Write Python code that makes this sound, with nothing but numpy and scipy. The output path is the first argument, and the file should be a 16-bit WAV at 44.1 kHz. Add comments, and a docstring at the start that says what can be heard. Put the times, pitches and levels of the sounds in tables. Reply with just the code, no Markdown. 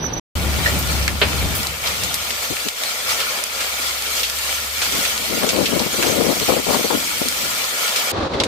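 """A dull roar and a shrill squeal on a patio: the first of three views of a hailstorm.
After a short silence, a waterside deck: a low drone, wind rumble, gusts buffeting the microphone,
sheets of rain (noise wash plus ringing drops) and hail cracking and clattering on planks and tables.
Last, the muffled roar of the storm among trees, where hailstones strike close by and ring briefly."""
import sys
import numpy as np
from scipy import signal
from scipy.fft import rfft, irfft, next_fast_len
from scipy.io import wavfile
from scipy.ndimage import uniform_filter1d, map_coordinates

SR = 44100
rng = np.random.default_rng(int(sys.argv[2]) if len(sys.argv) > 2 else 0)


def dump(signal):
    """Clip the signal to [-1, 1] and save it as 16-bit WAV at the path in sys.argv[1]."""
    limited = np.clip(np.atleast_2d(signal).T, -1, 1)
    pcm = np.round(limited * 32767).astype(np.int16)
    wavfile.write(sys.argv[1], SR, pcm)


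N = 373527
T = np.arange(N) / SR
HZ = np.fft.rfftfreq(N, 1 / SR)
PATIO_END_S, DECK_START_S, DECK_END_S = .198, .354, 8.118

# Table levels are relative; each source adds its own gain. Hump widths are at half height.
# patio roar: f/Hz, level/dB
PATIO_SPECTRUM = [(15, -42), (25, -16), (64, -9.5), (341, -13), (1140, -21), (1300, -26), (1560, -23),
                  (1860, -28.5), (3980, -27.5), (5200, -34), (6760, -69), (11400, -120)]
# squeal chirps: centre/s, width/s, level/dB
CHIRPS = [(0.05, 0.047, -20), (0.137, 0.02, -26.5), (0.179, 0.026, -23)]
# roar among the trees: t/s, level/dB
TREES_LEVEL = [(8.125, -23), (8.21, -20), (8.265, -22.5), (8.295, -25.5), (8.33, -22), (8.343, -17),
               (8.362, -23), (8.42, -19), (8.47, -25.5)]
# roar among the trees: f/Hz, level/dB
TREES_SPECTRUM = [(15, -47), (25, -24), (80, -5.5), (141, -13.5), (330, -6), (450, -8.5), (545, -6),
                  (680, -12), (1060, -12.5), (1600, -21), (2300, -24.5), (3100, -26), (3600, -23),
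                  (4150, -23), (4900, -29.5), (6800, -38), (12000, -61), (15600, -106)]
# hail among the trees: t/s, level/dB, f/Hz, t60/s, relative bandwidth
TREE_STRIKES = [(8.337, -30, 1499, 0.11, 1.036), (8.4008, -14, 3600, 0.07, 0.42),
                (8.436, -18, 3220, 0.08, 1.04)]
# modes of the struck spot: f/Hz, level/dB, t60/s
STRIKE_MODES = [(2153, -7, .037), (3430, -4, 0.062), (3800, -4, 0.041)]
# low drone: t/s, level/dB
DRONE_LEVEL = [(.37, -22), (.57, -22), (.605, -36), (.65, -22), (.82, -26.5), (1.03, -20), (1.1, -26.5),
               (1.33, -26), (1.39, -18.5), (1.55, -31), (1.75, -38.5), (2.25, -44), (2.67, -49),
               (2.75, -58), (3.1, -47), (3.45, -53), (3.7, -45), (4.95, -41), (5.4, -48.5), (6.9, -47),
               (7.45, -47), (7.8, -57)]
# wind round the deck: t/s, level/dB
RUMBLE_LEVEL = [(.37, -28), (.75, -29.5), (1.2, -32.5), (1.45, -27.5), (1.58, -32), (1.77, -45),
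                (2.08, -39), (2.43, -57)]
# wind round the deck: f/Hz, level/dB
RUMBLE_SPECTRUM = [(20, -31.5), (45, -12), (90, 3), (125, -2.5), (170, -1), (260, -8.5), (400, -12.5),
                   (900, -17.5), (3000, -32)]
# heaves of that wind: centre/s, width/s, rise/dB
RUMBLE_HEAVES = [(.605, 0.033, 2.5), (.745, .05, 5.5), (.96, 0.038, 3), (1.42, 0.065, 1.5),
                 (2.04, 0.04, 6.5)]
# breeze between gusts: t/s, level/dB
BREEZE_LEVEL = [(4.6, -65), (5.3, -34.5), (6.3, -34), (7.0, -37.5), (7.7, -45)]
# gusts on the microphone: t/s, rise/s, length/s, level/dB, f/Hz of slap and roar
GUST_HITS = [(2.5, 0.0059, .012, -27, 210), (2.521, 0.0036, .007, -28.5, 536),
             (2.647, .017, 0.025, -31.5, 334), (4.847, 0.13, 0.17, -34, 250),
             (5.289, .039, 0.063, -28.5, 450), (5.363, 0.0077, 0.0088, -25.5, 267),
             (5.403, 0.019, 0.044, -24, 700), (5.46, .006, 0.014, -24, 700),
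             (5.515, 0.016, 0.053, -27, 480), (5.565, .022, 0.053, -23, 520), (5.625, .006, 0.02, -29, 380),
             (5.672, .016, .071, -29, 480), (5.717, 0.045, 0.063, -25.5, 400),
             (5.784, 0.012, 0.059, -27, 480), (5.856, .0073, .0076, -23.5, 527),
             (5.929, .01, 0.021, -27.5, 450), (5.979, .014, .026, -26.5, 350),
             (6.019, 0.03, 0.081, -23.5, 557), (6.104, 0.019, 0.081, -26.5, 330),
             (6.176, 0.04, 0.095, -21, 400), (6.277, .012, 0.051, -23.5, 400),
             (6.362, .005, 0.0083, -30, 500), (6.402, 0.012, 0.033, -28, 450),
             (6.479, .01, 0.034, -21.5, 640), (6.517, 0.0048, .023, -19.5, 563),
             (6.56, .0051, 0.039, -23, 520), (6.664, 0.005, 0.011, -26, 520),
             (6.681, 0.0046, 0.029, -22, 560), (6.714, 0.03, 0.055, -20, 855),
             (6.786, .008, 0.026, -25.5, 560), (6.837, .007, .026, -26, 484),
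             (6.901, .004, .018, -21, 1000), (6.924, .005, .016, -26.5, 600), (6.945, .005, .01, -23, 320),
             (6.969, .005, .008, -30, 300), (7.211, .0042, .012, -24.5, 520),
             (7.249, 0.0068, .02, -30, 360), (7.384, 0.062, 0.1, -42, 250)]
# gust roar: f/Hz, level/dB
GUST_SPECTRUM = [(20, -36), (70, -8.5), (140, -5), (230, 3.5), (380, 1), (520, 5), (750, -4), (1250, -12.5),
                 (1800, -24), (5000, -63)]
# gust bias to the left port, less once the microphone turns: t/s, left-right/dB
GUST_BALANCE = [(6.3, 30), (6.5, 15)]
# rain strength: t/s, level/dB
RAIN_LEVEL = [(.37, -36.5), (.7, -31), (1.35, -32.5), (2.4, -31), (4.0, -30.5), (4.95, -28), (5.7, -29.5),
              (6.4, -28), (7.3, -28.5), (8.1, -28)]
# brightening of the spray: t/s, tilt/(dB/octave)
SPRAY_TILT = [(.37, -1.5), (.8, 0.4), (1.2, -0.6), (1.7, -0.2), (2.6, 2.15), (3.3, -0.5), (4.1, 2.3),
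              (6.2, 1.8), (7.3, 3), (8.1, 0.1)]
# rain on the deck: f/Hz, level/dB
RAIN_SPECTRUM = [(59, -47), (100, -13.5), (140, -18.5), (238, -12), (313, -16.5), (355, -10.5), (530, -1),
                 (956, -4.5), (1370, -3.5), (1590, -5.5), (2270, -1), (2580, -3), (13700, -9),
                 (15500, -16.5)]
# rain colour at the microphone: f/Hz, width/Hz, gain/dB
RAIN_COLOUR = [(218, 150, 4), (1420, 245, 5), (1538, 87, -8), (2310, 140, 3), (3200, 410, 2.5),
               (4320, 980, 1.5), (10660, 1380, -4.5)]
# rain balance: f/Hz, left-right/dB
RAIN_LEAN = [(60, -1.5), (110, -4), (200, 0), (380, 1), (700, -1), (1290, 2), (2380, 1), (4400, 1.5),
             (8120, 0.5), (15000, 3.5)]
# sheets of rain: centre/s, width/s, rise/dB
RAIN_SHEETS = [(.67, 0.051, 3), (.92, 0.044, 3), (1.87, 0.062, 4.5), (2.44, 0.036, 2.5), (3.11, 0.064, 4.5),
               (3.21, 0.03, 2.5), (3.85, 0.099, 2), (4.18, 0.12, 3), (4.5, 0.11, 2), (4.85, 0.0483, 2.5),
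               (5.04, 0.13, 2), (6.03, 0.24, 2.5), (6.5, 0.059, 2.7792), (6.73, 0.054, 3), (7.83, 0.076, 3)]
# brief dips in the rain's loudness, mostly ducking after hard hail hits: centre/s, width/s, drop/dB
LEVEL_DIPS = [(1.155, 0.1541, 4.5), (1.77, 0.17, 3.5), (2.74, 0.08453, 5), (3.485, 0.14, 3.5),
              (4.34, 0.1079, 1), (4.71, 0.075, 3), (5.89, 0.04656, 3), (6.62, 0.067, 2)]
# wash of far drops: f/Hz, left-right correlation
WASH_CORR = [(100, .7), (300, .64), (640, .47), (1300, 0), (15000, 0)]
# hail on planks and tables: t/s, level/dB, f/Hz, t60/s, relative bandwidth
DECK_KNOCKS = [(0.658, -12, 1830, 0.14, 0.058), (0.789, -21.5, 14300, .12, .1),
               (1.078, -12, 2000, 0.058, 0.23), (1.551, -19, 13000, 0.36, 0.69),
               (1.856, -23.5, 3657, 0.27, 0.22), (2.036, -21, 4960, 0.097, 1.4),
               (2.143, -21, 11000, .1, .5), (2.306, -21, 2826, 0.0672, 0.96), (3.092, -19.5, 3470, .13, 1),
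               (3.202, -20.5, 2818, 0.25, 1.05), (3.605, -21.5, 2170, 0.32, 2.3),
               (4.196, -21, 4800, 0.088, 0.65), (4.232, -16.5, 3400, 0.19, 0.6344),
               (4.818, -19, 2900, 0.3, 1.3), (5.051, -16, 2994, 0.12, 0.6939),
               (5.4897, -11.5, 3520, 0.11, 0.91), (5.657, -14, 3220, 0.12, 0.63),
               (5.794, -17.5, 4492, 0.08, 0.29), (6.026, -13, 2081, 0.074, 1.253),
               (7.879, -17.5, 3515, 0.065, 1), (7.96, -17, 3505, 0.25, 1.1)]
# hail beside the microphone: t/s, level/dB, f/Hz
NEAR_TICKS = [(1.079, -7, 4400), (1.6312, -12, 4600), (1.6695, -10, 4400), (1.8734, -11, 3180),
              (2.036, -10, 5200), (2.142, -6, 4900), (2.306, -11, 3000), (2.567, -11, 2407),
              (2.6854, -6, 3400), (2.8354, -7, 3370), (3.4385, -7, 6000), (4.0221, -13, 5170),
              (4.2982, -10, 3862), (4.3866, -13, 9000), (5.1775, -10.5, 4210), (5.4334, -10, 2400),
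              (5.5631, -11, 2930), (7.2853, -5, 5400), (7.8922, -11, 3300)]
# big lump of ice, burst and rebound: t/s, level/dB, t60/s
SPLAT_HITS = [(1.2156, -7, .075), (1.2235, -15.5, .16)]
# bursting lump: f/Hz, level/dB
SPLAT_SPECTRUM = [(150, -22), (450, 8.5), (1000, -5), (1700, 4), (2300, 6), (3300, 5), (4600, -2),
                  (6000, -25), (9000, -36), (16000, -34)]
# f/Hz, level/dB
HISS_SPECTRUM = [(6000, -1), (12000, 1), (12800, -36.5)]
DRONE_SPECTRUM = [(20, -27), (50, -6), (69, -9), (90, -1), (200, -43), (600, -86.5)]
STRIKE_EQ = [(13000, 2), (14000, -50)]
SLAP_EQ = [(1300, 1), (2200, -15)]
DROP_EQ = [(200, -25.5), (1000, -23.5)]
# f/Hz, left-right correlation
PATIO_CORR = [(200, .96), (800, .25), (2500, .11)]
TREES_CORR = [(400, .9), (1200, .085), (3500, .11)]
DRONE_CORR = [(60, .22), (200, .3705)]
RUMBLE_CORR = [(60, .5), (130, .25), (400, .71)]
GUST_CORR = [(60, .311), (300, .0381)]


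def amp(db):
    """dB to gain."""
    return 10 ** (np.asarray(db) / 20)


def unit(x):
    """Scale to rms 1."""
    return x / np.sqrt(np.mean(x ** 2) + 1e-20)


def at_hz(points, hz=HZ):
    """Interpolate on a log-frequency axis."""
    f_hz, value = np.transpose(points)
    return np.interp(np.log(hz + 1), np.log(f_hz + 1), value)


def curve(rows, t_s=T):
    """Interpolate a time table."""
    return np.interp(t_s, *np.transpose(rows))


def humps(rows):
    """Sum of bell curves: centre/s, width/s, height."""
    return sum(height * 2 ** -np.minimum((2 * (T - s) / width_s) ** 2, 60) for s, width_s, height in rows)


def gate(start_s, end_s, fade_s=.00054):
    """Window with linear fades."""
    return np.clip((T - start_s) / fade_s, 0, 1) * np.clip((end_s - T) / fade_s, 0, 1)


def dying(start_s, t60_s):
    """Instant onset, exponential decay."""
    return (T >= start_s) * amp(-60 * np.clip((T - start_s) / t60_s, 0, 2))


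def wander(rate_hz):
    """Random drift, rms 1."""
    return unit(map_coordinates(rng.standard_normal(8192), [T * rate_hz], order=1, mode="wrap"))


def shaped(x, gain_db):
    """Filter by gains on the HZ grid."""
    size = next_fast_len(N, True)
    gain = amp(np.interp(np.fft.rfftfreq(size, 1 / SR), HZ, gain_db))
    return irfft(rfft(x, size) * gain, size)[..., :N]


def band(x, hz, spread):
    """Gentle band-pass, a factor 1 + spread either side of hz."""
    edges_hz = [min(hz / (1 + spread), SR / 4), min(hz * (1 + spread), SR / 2 - 1)]
    return signal.sosfilt(signal.butter(1, edges_hz, "band", fs=SR, output="sos"), x)


def lowpass(x, hz, order):
    """Butterworth, run forward and back."""
    return signal.sosfiltfilt(signal.butter(order, hz, fs=SR, output="sos"), x)


def white_pair(correlation):
    """Partly correlated stereo white noise."""
    size = next_fast_len(N, True)
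    left, other = rfft(rng.standard_normal((2, N)), size)
    shared = at_hz(correlation, np.fft.rfftfreq(size, 1 / SR))
    right = shared * left + np.sqrt(1 - shared ** 2) * other
    return irfft([left, right], size)[:, :N]


def noise(spectrum, correlation):
    """Coloured stereo noise, rms 1."""
    return unit(shaped(white_pair(correlation), at_hz(spectrum)))


def ports(lean_db):
    """Left and right gains, mean power 1."""
    return unit(amp([[lean_db / 2], [-lean_db / 2]]))


def add(mix, start_s, sound):
    """Mix in a stereo sound."""
    part = mix[:, max(round(start_s * SR), 0):][:, :sound.shape[1]]
    part += sound[:, :part.shape[1]]


def knocks(rows, crack_db):
    """Impacts: a crack, then a dense, fast-dying clatter."""
    out, t = np.zeros((2, N)), np.arange(SR // 4) / SR
    for s, db, hz, t60_s, spread in rows:
        grit = rng.standard_normal((2, len(t))) + .49 * rng.standard_normal(len(t))
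        clatter = unit(band(band(grit, hz, spread), hz, spread))
        envelope = amp(-60 * t / max(t60_s, .005)) + amp(crack_db) * np.exp(-t / .00088)
        add(out, s, amp(db) * clatter * envelope)
    return out


def squeal(pitch_hz=5950, sag_hz=159.7, rest_db=-46, echo_s=.017):
    """Shrill tone: rises to pitch on each chirp, lingers faintly between, beats with its echo."""
    effort = np.minimum(humps([(s, 2 * width_s, 1) for s, width_s, _ in CHIRPS]), 1)
    level = amp(rest_db) + humps([(s, width_s, amp(db)) for s, width_s, db in CHIRPS])
    phase = 2 * np.pi * np.cumsum(pitch_hz - sag_hz * (1 - effort) + 40 * wander(600)) / SR
    tone = level * amp(3.5 * wander(180) - 8) * (np.sin(phase) + amp(-23) * np.sin(2 * phase))
    echo = np.interp(T - echo_s, T, tone)
    return np.array([tone + .38 * echo, 3 * tone - .5 * echo])


def patio():
    """Dull storm roar, one small knock, faint hiss, squeal."""
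    roar = noise(PATIO_SPECTRUM, PATIO_CORR) * amp(-26.5 + 1.2 * wander(95))
    knock = knocks([(.041, -22, 1520, .034, .21)], crack_db=-19)
    hiss = amp(-52) * noise(HISS_SPECTRUM, correlation=[(5000, .0021)])
    return roar + knock + hiss + squeal()


def trees():
    """Muffled, lumpy roar; close hail sets the struck spot ringing."""
    roar = noise(TREES_SPECTRUM, TREES_CORR) * amp(curve(TREES_LEVEL) + 1.5 * wander(90))
    hits, t = knocks(TREE_STRIKES, crack_db=-6), np.arange(SR // 8) / SR
    ring = sum(amp(db - 60 * t / t60_s) * np.sin(2 * np.pi * hz * t) for hz, db, t60_s in STRIKE_MODES)
    for s, db, *_ in TREE_STRIKES:
        add(hits, s, amp(db - 2) * np.array([ring, ring]))
    return roar + shaped(hits, at_hz(STRIKE_EQ))


def drone(pitch_hz=69):
    """Low wavering tone with a faint octave, blurred by noise."""
    phase = 2 * np.pi * np.cumsum(pitch_hz + 2 * wander(16)) / SR
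    tone = np.sqrt(2) * (np.sin(phase) + amp(-20.5) * np.sin(2 * phase))
    blur = noise(DRONE_SPECTRUM, DRONE_CORR)
    return amp(curve(DRONE_LEVEL) - 1.4) * (tone * amp(.6 * wander(20)) + amp(-6.5) * blur)


def rumble():
    """Lumpy low wind, stronger on the left, dying away."""
    air = noise(RUMBLE_SPECTRUM, RUMBLE_CORR) * amp([[2], [-3]])
    level_db = curve(RUMBLE_LEVEL) + humps(RUMBLE_HEAVES) + 3.5 + .97 * wander(24.9)
    return air * amp(level_db) * gate(0, RUMBLE_LEVEL[-1][0] + .19, fade_s=.11)


def gust_roar(force, pivot_hz=470, tilt_db_per_oct=8.5):
    """Fluttering air noise; brighter with more force and higher gust pitch."""
    air = noise(GUST_SPECTRUM, GUST_CORR)
    low, body = lowpass(air, 380, order=2), lowpass(air, 800, order=2)
    pitch_hz = curve([(s + rise_s, hz) for s, rise_s, _, _, hz in GUST_HITS])
    tilt_db = tilt_db_per_oct * np.log2(pitch_hz / pivot_hz)
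    puff = np.tanh(1.4 * np.array([wander(65), wander(65)]))  # near on/off
    dull_db = .79 * np.minimum(20 * np.log10(force + 1e-9) + 16.5, 0)
    high = body - low + (air - body) * amp(tilt_db)
    return amp(4) * force * (low * amp(2 * puff - tilt_db / 2) + high * amp(3.6 * puff + dull_db - .6))


def gusts(release_s=.008, slap_t60_s=.05, slap_spread=.5):
    """Over a breeze, each gust builds, slaps the microphone ports, holds and lets go."""
    breeze_gate = gate(BREEZE_LEVEL[0][0], BREEZE_LEVEL[-1][0], fade_s=.14)
    force = amp(curve(BREEZE_LEVEL)) * ports(lean_db=7.5) * breeze_gate
    slaps, t = np.zeros((2, N)), np.arange(SR // 2) / SR
    for s, rise_s, length_s, db, hz in GUST_HITS:
        sides = ports(curve(GUST_BALANCE, s))
        push = np.minimum(t / rise_s, 1) * np.exp(-np.maximum(t - length_s, 0) / release_s)
        add(force, s, amp(db) * sides * push)
        slaps += sides * knocks([(s + rise_s, db + 5, hz, slap_t60_s, slap_spread)], crack_db=-23.5)
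    return gust_roar(force) + shaped(slaps, at_hz(SLAP_EQ))


def wash(flare_db=2.5):
    """Far drops merge into noise; splashes flare briefly in narrow bands."""
    cells = signal.stft(white_pair(WASH_CORR), nperseg=512)[2]
    flares = rng.standard_normal(cells.shape[1:])
    for axis in (0, 1):
        flares = uniform_filter1d(flares, size=4, axis=axis)
    return unit(signal.istft(cells * amp(flare_db * unit(flares)), nperseg=512)[1][:, :N])


def drops(per_s, size_db, decay_cycles, top_hz, patches):
    """Each surface patch rings at its own pitch under a random train of drops."""
    out, t = np.zeros((2, N)), np.arange(int(decay_cycles * 160)) / SR
    per_patch = int(per_s * N / SR / patches)
    for hz in np.geomspace(1000, top_hz, patches):
        chance = rng.random((6000, 2))[:per_patch]
        onsets = (chance[:, 0] * N).astype(int)
        sizes = np.minimum(-np.log(chance[:, 1]), 4.5)
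        tap = unit(np.exp(-hz * t / decay_cycles) * np.sin(2 * np.pi * hz * t))
        taps = np.outer(np.sqrt(hz) * amp(size_db * sizes), tap)
        indices = onsets[:, None] + np.arange(len(t))
        train = np.bincount(indices.ravel(), taps.ravel(), N)[:N]
        lag_samples, side_db = rng.integers(-18, 19), rng.uniform(-4, 4)  # patch direction
        out += amp([[side_db], [-side_db]]) * np.array([train, np.roll(train, lag_samples)])
    return unit(shaped(out, at_hz(DROP_EQ)))


def rain(tilt_octaves=2):
    """Far wash, near patter and pinging ice; all swell as sheets of rain sweep over."""
    fall = wash()
    fall += amp(-8.5) * drops(per_s=2200, size_db=1.5, decay_cycles=.92, top_hz=15000, patches=24)
    fall += amp(-11.5) * drops(per_s=450, size_db=2.5, decay_cycles=68, top_hz=7524, patches=70)  # ice
    fall += amp(-16.5) * drops(per_s=60, size_db=3.6, decay_cycles=.6, top_hz=12500, patches=14)  # close
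    colour_db = at_hz(RAIN_SPECTRUM)
    for hz, width_hz, db in RAIN_COLOUR:
        colour_db += db * np.exp(-2 * ((HZ - hz) / width_hz) ** 2)
    side_db = at_hz(RAIN_LEAN) / 2
    fall = unit(np.array([shaped(fall[0], colour_db + side_db), shaped(fall[1], colour_db - side_db)]))
    body = lowpass(fall, 3000, order=1)
    spray = fall - body
    swell_db = humps(RAIN_SHEETS) - humps(LEVEL_DIPS) + .49 * wander(16)
    tilted = body * amp(-tilt_octaves * curve(SPRAY_TILT)) + spray
    return tilted * amp(curve(RAIN_LEVEL) + swell_db + 8.5)


def ticks(left_lag_samples=9):
    """Tiny hard hits: a snap, right port first, then crumbling ice and faint spatter."""
    out, t = np.zeros((2, N)), np.arange(SR // 16) / SR
    for s, db, hz in NEAR_TICKS:
        right = np.exp(-t / .0006) * np.sin(2 * np.pi * hz * t + np.pi / 4)
        snap = np.array([np.pad(right, (left_lag_samples, 0))[:len(t)], right])
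        crumble = np.exp(-(t / .0032) ** 2) + amp(-13) * np.exp(-t / .016)
        grit = rng.standard_normal((2, len(t))) + .6 * rng.standard_normal(len(t))
        add(out, s, amp(db) * (.45 * snap + .35 * crumble * unit(band(grit, hz, spread=.55))))
    return out


def splat(slush_hz=900, slush_spread=2.6):
    """A big lump bursts with a bright smack, rebounds and scatters as duller slush."""
    envelope = sum(amp(db) * dying(s, t60_s) for s, db, t60_s in SPLAT_HITS)
    burst = noise(SPLAT_SPECTRUM, correlation=[(1000, .21)]) * envelope
    scatter = white_pair(correlation=[(1000, .36)])
    slush = unit(band(band(scatter, slush_hz, slush_spread), slush_hz, slush_spread))
    return burst + amp(-19.5) * slush * dying(SPLAT_HITS[0][0], t60_s=.38)


def hail(thud_hz=513.2, thud_spread=.21):
    """Stones clatter on planks; the wood thuds under broadband knocks, more so under hard ones."""
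    thuds = [(s, db - 17.5 + .8 * (db + 20), thud_hz, t60_s, thud_spread)
             for s, db, _, t60_s, spread in DECK_KNOCKS if spread > .7]
    return knocks(DECK_KNOCKS, crack_db=-7) + knocks(thuds, crack_db=-25) + ticks() + splat()


def scene():
    """Patio, silence, deck, trees."""
    deck = (rain() + hail() + rumble() + gusts() + drone()) * gate(DECK_START_S, DECK_END_S)
    return patio() * gate(0, PATIO_END_S) + deck + trees() * gate(DECK_END_S, np.inf)


def record(dry):
    """Soft clip, then band limit."""
    band_limit = signal.firwin(401, cutoff=15600, window=("kaiser", 9), fs=SR)
    return signal.oaconvolve(np.tanh(dry), band_limit[None], "same")


dry = scene()
out = record(dry)
dump(out)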